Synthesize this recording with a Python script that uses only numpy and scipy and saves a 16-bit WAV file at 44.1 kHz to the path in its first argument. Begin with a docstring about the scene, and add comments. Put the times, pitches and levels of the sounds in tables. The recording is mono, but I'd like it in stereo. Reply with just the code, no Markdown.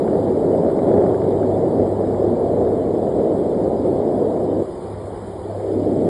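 """Slipstream roars over the two microphone ports inside a light aircraft in flight: patchy coloured noise. The
roar drops out for a moment and comes back from its top end down, its lower edge sinking. Under it lie the
propeller's hum (two sines), the cabin's drone and a thin air hiss (coloured noises), with a very faint,
drifting narrow line near 10.85 kHz within the hiss. The noises reach left and right partly alike: the housing
shifts the bass in phase, while in some treble bands left and right stand opposed."""
import sys
import numpy as np
from scipy import signal
from scipy.fft import rfft, irfft, next_fast_len
from scipy.io import wavfile
from scipy.ndimage import uniform_filter1d, map_coordinates

SR = 44100
rng = np.random.default_rng(int(sys.argv[2]) if len(sys.argv) > 2 else 0)


def unload_audio(sound):
    """Save the sound as a 16-bit wav file, at the path given as the first command line argument."""
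    columns = np.transpose(np.atleast_2d(sound))
    # keep every value between -1 and 1, then stretch to whole-number steps
    steps = np.round(np.clip(columns, -1, 1) * 32767)
    wavfile.write(sys.argv[1], SR, steps.astype(np.int16))


N = 268563

DROP_S, CUT_S = 4.62, .055  # the roar's dropout: start, time to fall
BACK_S = 5.475  # the roar's return


def amp(db):
    """Gain of a level in dB."""
    return 10 ** (np.asarray(db) / 20)


def unit(x):
    """x at rms 1."""
    return x / np.sqrt(np.mean(x ** 2) + 1e-20)


def ramp(t, start_s, length_s):
    """0 before the start, rising evenly to 1 after the length."""
    return np.clip((t - start_s) / length_s, 0, 1)


def along(points, hz):
    """Each column after the frequency, read at hz on a log axis."""
    point_hz, *columns = np.transpose(points)
    return [np.interp(np.log(hz + 1), np.log(point_hz + 1), column) for column in columns]


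def curves(rows):
    """Each column after the time, at every sample."""
    row_s, *columns = np.transpose(rows)
    return [np.interp(np.arange(N) / SR, row_s, column) for column in columns]


def wobble(rate):
    """A smooth random curve, rate knots a second."""
    knots = rng.standard_normal(int(N * rate / SR) + 4)
    return map_coordinates(knots, [np.arange(N) * rate / SR])


def filtered(x, response):
    """x through a complex response of frequency."""
    size = next_fast_len(N + 8192)
    spectrum = rfft(x, size) * response(np.fft.rfftfreq(size, 1 / SR))
    return irfft(spectrum, size)[..., :N]


def rush(colour, patchy_db, size=8, count=5):
    """Two unrelated coloured noises, rms 1 together, sharing random gain patches of size bins by count frames."""
    z = signal.stft(rng.standard_normal((2, N)), nperseg=1024)[2]
    patches = uniform_filter1d(rng.standard_normal(z.shape[1:]), size=size, axis=0)
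    patches = uniform_filter1d(patches, size=count, axis=1)
    pair = signal.istft(z * amp(patchy_db * unit(patches)), nperseg=1024)[1][:, :N]
    return unit(filtered(pair, lambda hz: amp(along(colour, hz)[0])))


def shaped_roar():
    """Turbulent noise, its lower edge raised in the dropout, then sinking; it darkens from the return on."""
    # slipstream spectrum before edge and tilt: frequency_hz, relative density_db (per Hz)
    roar_colour = [(18, -65.5), (60, -12), (124, -9.5), (200, -5), (314, -2), (370, 0.5), (480, -2.5),
                   (644, -7.5), (850, -20.5), (1000, -28.5), (1150, -38), (1800, -56), (2340, -76),
                   (3960, -120)]
    # slipstream level before edge, tilt, dropout and drift: time_s, level_db
    roar_levels = [(0, -19.5), (.04, -16), (.35, -17.5), (.55, -14.5), (.75, -16), (1.0, -13.5),
                   (1.15, -16), (1.3, -16), (1.7, -18), (2.3, -17.5), (3.3, -18.5), (3.7, -17.5),
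                   (4.1, -19.5), (4.3, -18), (4.61, -18.5), (5.6, -21.5), (6.09, -16)]
    steady_edge_hz, steady_tilt_db_per_oct = 86, 1.3
    drop_db = -26
    onset_s, back_db, swell_s = .025, -2, .17  # the return: first jump, level after it, time to full
    back_edge_hz, edge_fall_oct_per_s = 590, 5.2  # the edge sinks from here
    lowest_edge_hz, back_top_hz = 125, 820  # the later roar stays roughly between these
    darken_db_per_oct, darken_s = -3.2, .4
    edge_peak_db = 5  # just above the raised edge, fading as the roar darkens

    hz, t, z = signal.stft(rush(roar_colour, patchy_db=1.03), SR, nperseg=2048)
    hz = hz[:, None]
    after_cut = t > DROP_S + CUT_S
    darkening = ramp(t, BACK_S, darken_s)

    sinking_s = np.clip(t - BACK_S - onset_s, 0, None)
    sinking_hz = back_edge_hz * 2 ** (-edge_fall_oct_per_s * sinking_s)
    edge_hz = np.where(after_cut, np.maximum(sinking_hz, lowest_edge_hz), steady_edge_hz)
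    raised = edge_hz > steady_edge_hz
    edge = (hz / edge_hz) ** np.where(raised, 8, 5)  # steeper from the dropout on
    low_cut = edge / np.sqrt(1 + edge ** 2)

    tilt_db_per_oct = steady_tilt_db_per_oct + darken_db_per_oct * darkening
    tilt = amp(tilt_db_per_oct * np.log2((hz + 50) / 400))
    high_cut = 1 / np.sqrt(1 + after_cut * (hz / back_top_hz) ** 8)

    bump = np.exp(-np.log2((hz + 1) / edge_hz / 1.15) ** 2 / .08)
    peak = amp(edge_peak_db * raised * (1 - darkening) * bump)
    roar = signal.istft(z * tilt * high_cut * peak * low_cut, SR, nperseg=2048)[1][:, :N]

    # times: fall starts, fall ends, return starts, first jump ends, full again
    turns_s = np.cumsum([DROP_S, CUT_S, BACK_S - DROP_S - CUT_S, onset_s, swell_s])
    dropout_db = np.interp(np.arange(N) / SR, turns_s, [0, drop_db, drop_db, back_db, 0])
    return roar * amp(curves(roar_levels)[0] + dropout_db + .7 * wobble(9))


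def slipstream():
    """Turbulence over the ports: the roar, whose strongest buffets throw off brighter flutter."""
    # sharpest buffets, added to the flutter: start_s, peak level_db
    buffets = [(0.076, -38), (0.128, -43.5), (.514, -42.5), (.546, -45), (.697, -41), (.789, -36),
               (.838, -45), (.893, -42.5), (.915, -44), (.938, -44), (.967, -42), (1.015, -44),
               (1.061, -39.5), (1.142, -40.5), (1.216, -38.5), (1.239, -46.5), (1.428, -39), (2.068, -42.5),
               (2.145, -43.5)]
    buffet_rise_s = .0026
    flutter_db, flutter_fade_db_per_s = -23.5, -1  # gain on the roar's raised envelope

    roar = shaped_roar()
    t = np.arange(N) / SR
    envelope = np.abs(signal.hilbert(roar[0], next_fast_len(N))[:N])
    flutter_colour = [(700, -40.5), (1200, -1.0), (1700, -9.0), (2300, -15.5), (4000, -46.0)]  # Hz, dB
    flutter = rush(flutter_colour, patchy_db=1.5)

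    puffs = np.zeros(N)
    for start_s, peak_db in buffets:
        age = np.clip(t - start_s, 0, None) / buffet_rise_s
        puffs += amp(peak_db) * age * np.exp(1 - age)  # peaks one rise time after the start

    # the power above 1 favours the strongest buffets
    flutter_gain = amp(flutter_db + flutter_fade_db_per_s * t) * envelope ** 3.07
    return roar + (flutter_gain + puffs) * flutter


def propeller():
    """Passing blades make a slightly unsteady tone with a weak second order."""
    # blade tone, first order before its random drift: time_s, level_db
    hum_levels = [(0, -51), (.3, -37), (.75, -40), (.95, -31.5), (2.15, -30.5), (2.4, -33), (2.65, -31),
                  (2.85, -40.5), (3.0, -35), (3.4, -42.5), (3.7, -40), (4.1, -39), (4.3, -42.5),
                  (4.55, -33.5), (4.72, -53), (4.95, -35.5), (5.25, -40.5), (5.5, -35.5), (5.7, -32),
                  (6.09, -30)]
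    blade_hz = 100.1 + .3 * wobble(3)
    phase = 2 * np.pi * np.cumsum(blade_hz) / SR
    tone = np.sqrt(2) * (np.sin(phase) + amp(-15) * np.sin(2 * phase))
    return amp(curves(hum_levels)[0] + 1.6 * wobble(9)) * tone


def cabin():
    """Engine noise booming in the cabin's panels; the drone thins briefly in one band."""
    # drone spectrum: frequency_hz, relative density_db (per Hz)
    drone_colour = [(15, -69), (30, -20.5), (48, -11.5), (70, -2.5), (130, -9.5), (185, -5), (290, -8.5),
                    (365, 1), (450, -2), (550, -3.5), (680, -8.5), (800, -10), (1100, -20.5), (1500, -30.5),
                    (2200, -37), (4000, -77)]
    # drone level before the thinning: time_s, level_db
    drone_levels = [(0, -27.5), (2, -28), (4.6, -30), (4.75, -29.5), (5.1, -28.5), (5.3, -29.5),
                    (6.09, -30)]
    thin_s, thin_half_s, thin_hz, thin_db = 5.3, .13, 520, -5  # centre, half length, band, depth
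    boom = rush(drone_colour, patchy_db=1.4, size=3, count=5)
    band = filtered(boom, lambda hz: np.exp(-np.log2((hz + 1) / thin_hz) ** 4 / .003))
    thin = np.exp(-((np.arange(N) / SR - thin_s) / thin_half_s) ** 4)
    return amp(curves(drone_levels)[0]) * (boom + (amp(thin_db * thin) - 1) * band)


def hiss():
    """Thin air hiss past the window seals: coloured noise with a very faint, drifting narrow line within."""
    # hiss spectrum: frequency_hz, relative density_db (per Hz)
    hiss_colour = [(1000, -21), (1700, 0), (2600, 0), (3100, 1.5), (3900, -3), (4400, -2.5), (5400, -5),
                   (7000, -7), (8300, -4.5), (9200, -10.5), (10100, -27), (10400, -1), (11000, -2.5),
                   (11150, -25), (11800, -29.5)]
    # hiss level, and part of the gain of its 9 to 10.1 kHz band: time_s, level_db, band_db
    hiss_levels = [(0, -52.5, 0.5), (1.3, -52.5, -2), (2.2, -53.5, -13), (3.8, -53, -7), (5.5, -53.5, -5),
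                   (6.09, -51, -9)]
    band_step_db, band_return_s = 14, .36
    line_hz, line_db = 10853, -76.5  # centres of the random drift; peak level

    t = np.arange(N) / SR
    air = rush(hiss_colour, patchy_db=2.5, size=5, count=3)
    band = filtered(air, lambda hz: (hz >= 9000) & (hz < 10100))
    level_db, band_db = curves(hiss_levels)
    # gain of the 9 to 10.1 kHz band over time
    band_step = ramp(t, DROP_S, CUT_S) - ramp(t, BACK_S, band_return_s)
    band_db = band_db + band_step_db * band_step

    line = np.sin(2 * np.pi * np.cumsum(line_hz + 2.5 * wobble(4)) / SR)
    line = line * amp(line_db + 3 * wobble(3))
    # the line joins only the first of the two noises, which reaches both left and right
    return amp(level_db) * (air - band + amp(band_db) * band) + line * [[1], [0]]


def ports(pair):
    """Left and right, partly alike, from two unrelated noises: bass phase by the housing; in the treble some
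    bands alike, some opposed, others spread."""
    # bass at the ports: frequency_hz, right_lead_rad, likeness_lost (0 to 1), left_minus_right_db
    bass_lead = [(90, .02, .002, 0), (170, .1, .02, 0), (340, .41, .04, .2), (520, .45, .065, .4),
                 (610, .43, .06, -.9), (700, .3, .075, -1.1), (860, .11, .04, -.6), (1000, .01, .012, -.1),
                 (1250, 0, .004, 0), (1450, 0, .012, 0), (1600, 0, 0, 0)]
    # stereo spread of the treble, some bands nearly alike left and right, others opposed:
    # frequency_hz, spread_rad (0 alike, minus pi opposed)
    treble_spread = [(1900, 0), (2550, -3.1), (2800, -3.0), (3750, -.3), (4500, -1.3), (5050, 0),
                     (5150, -.3), (5260, -np.pi), (6600, -np.pi), (7000, 0), (9650, 0), (10100, -np.pi),
                     (10800, -1.3), (11100, 0)]
    treble_blur = .55  # likeness lost in the treble halfway between alike and opposed

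    def response(hz):
        bass, blur, lean_db = along(bass_lead, hz)
        treble, = along(treble_spread, hz)
        alike = 1 - blur - treble_blur * np.abs(np.sin(treble))
        turn = np.arccos(np.clip(alike, 0, 1)) / 2
        # each side takes half the angle and half the level difference
        rotation = np.exp(.5j * (bass + treble) * np.array([[-1], [1]]))
        placed = rotation * amp(.5 * lean_db * np.array([[1], [-1]]))
        return placed * np.cos(turn), placed * np.sin(turn) * [[1], [-1]]

    shared = filtered(pair[0], lambda hz: response(hz)[0])
    opposed = filtered(pair[1], lambda hz: response(hz)[1])
    return shared + opposed


def scene():
    """All the noise through the ports; the long waves of the hum reach both alike."""
    return ports(slipstream() + cabin() + hiss()) + propeller()


def record(dry):
    """Nothing is kept above the band limit."""
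    top_hz = 11860
    return filtered(dry, lambda hz: hz < top_hz)


dry = scene()
out = record(dry)
unload_audio(out)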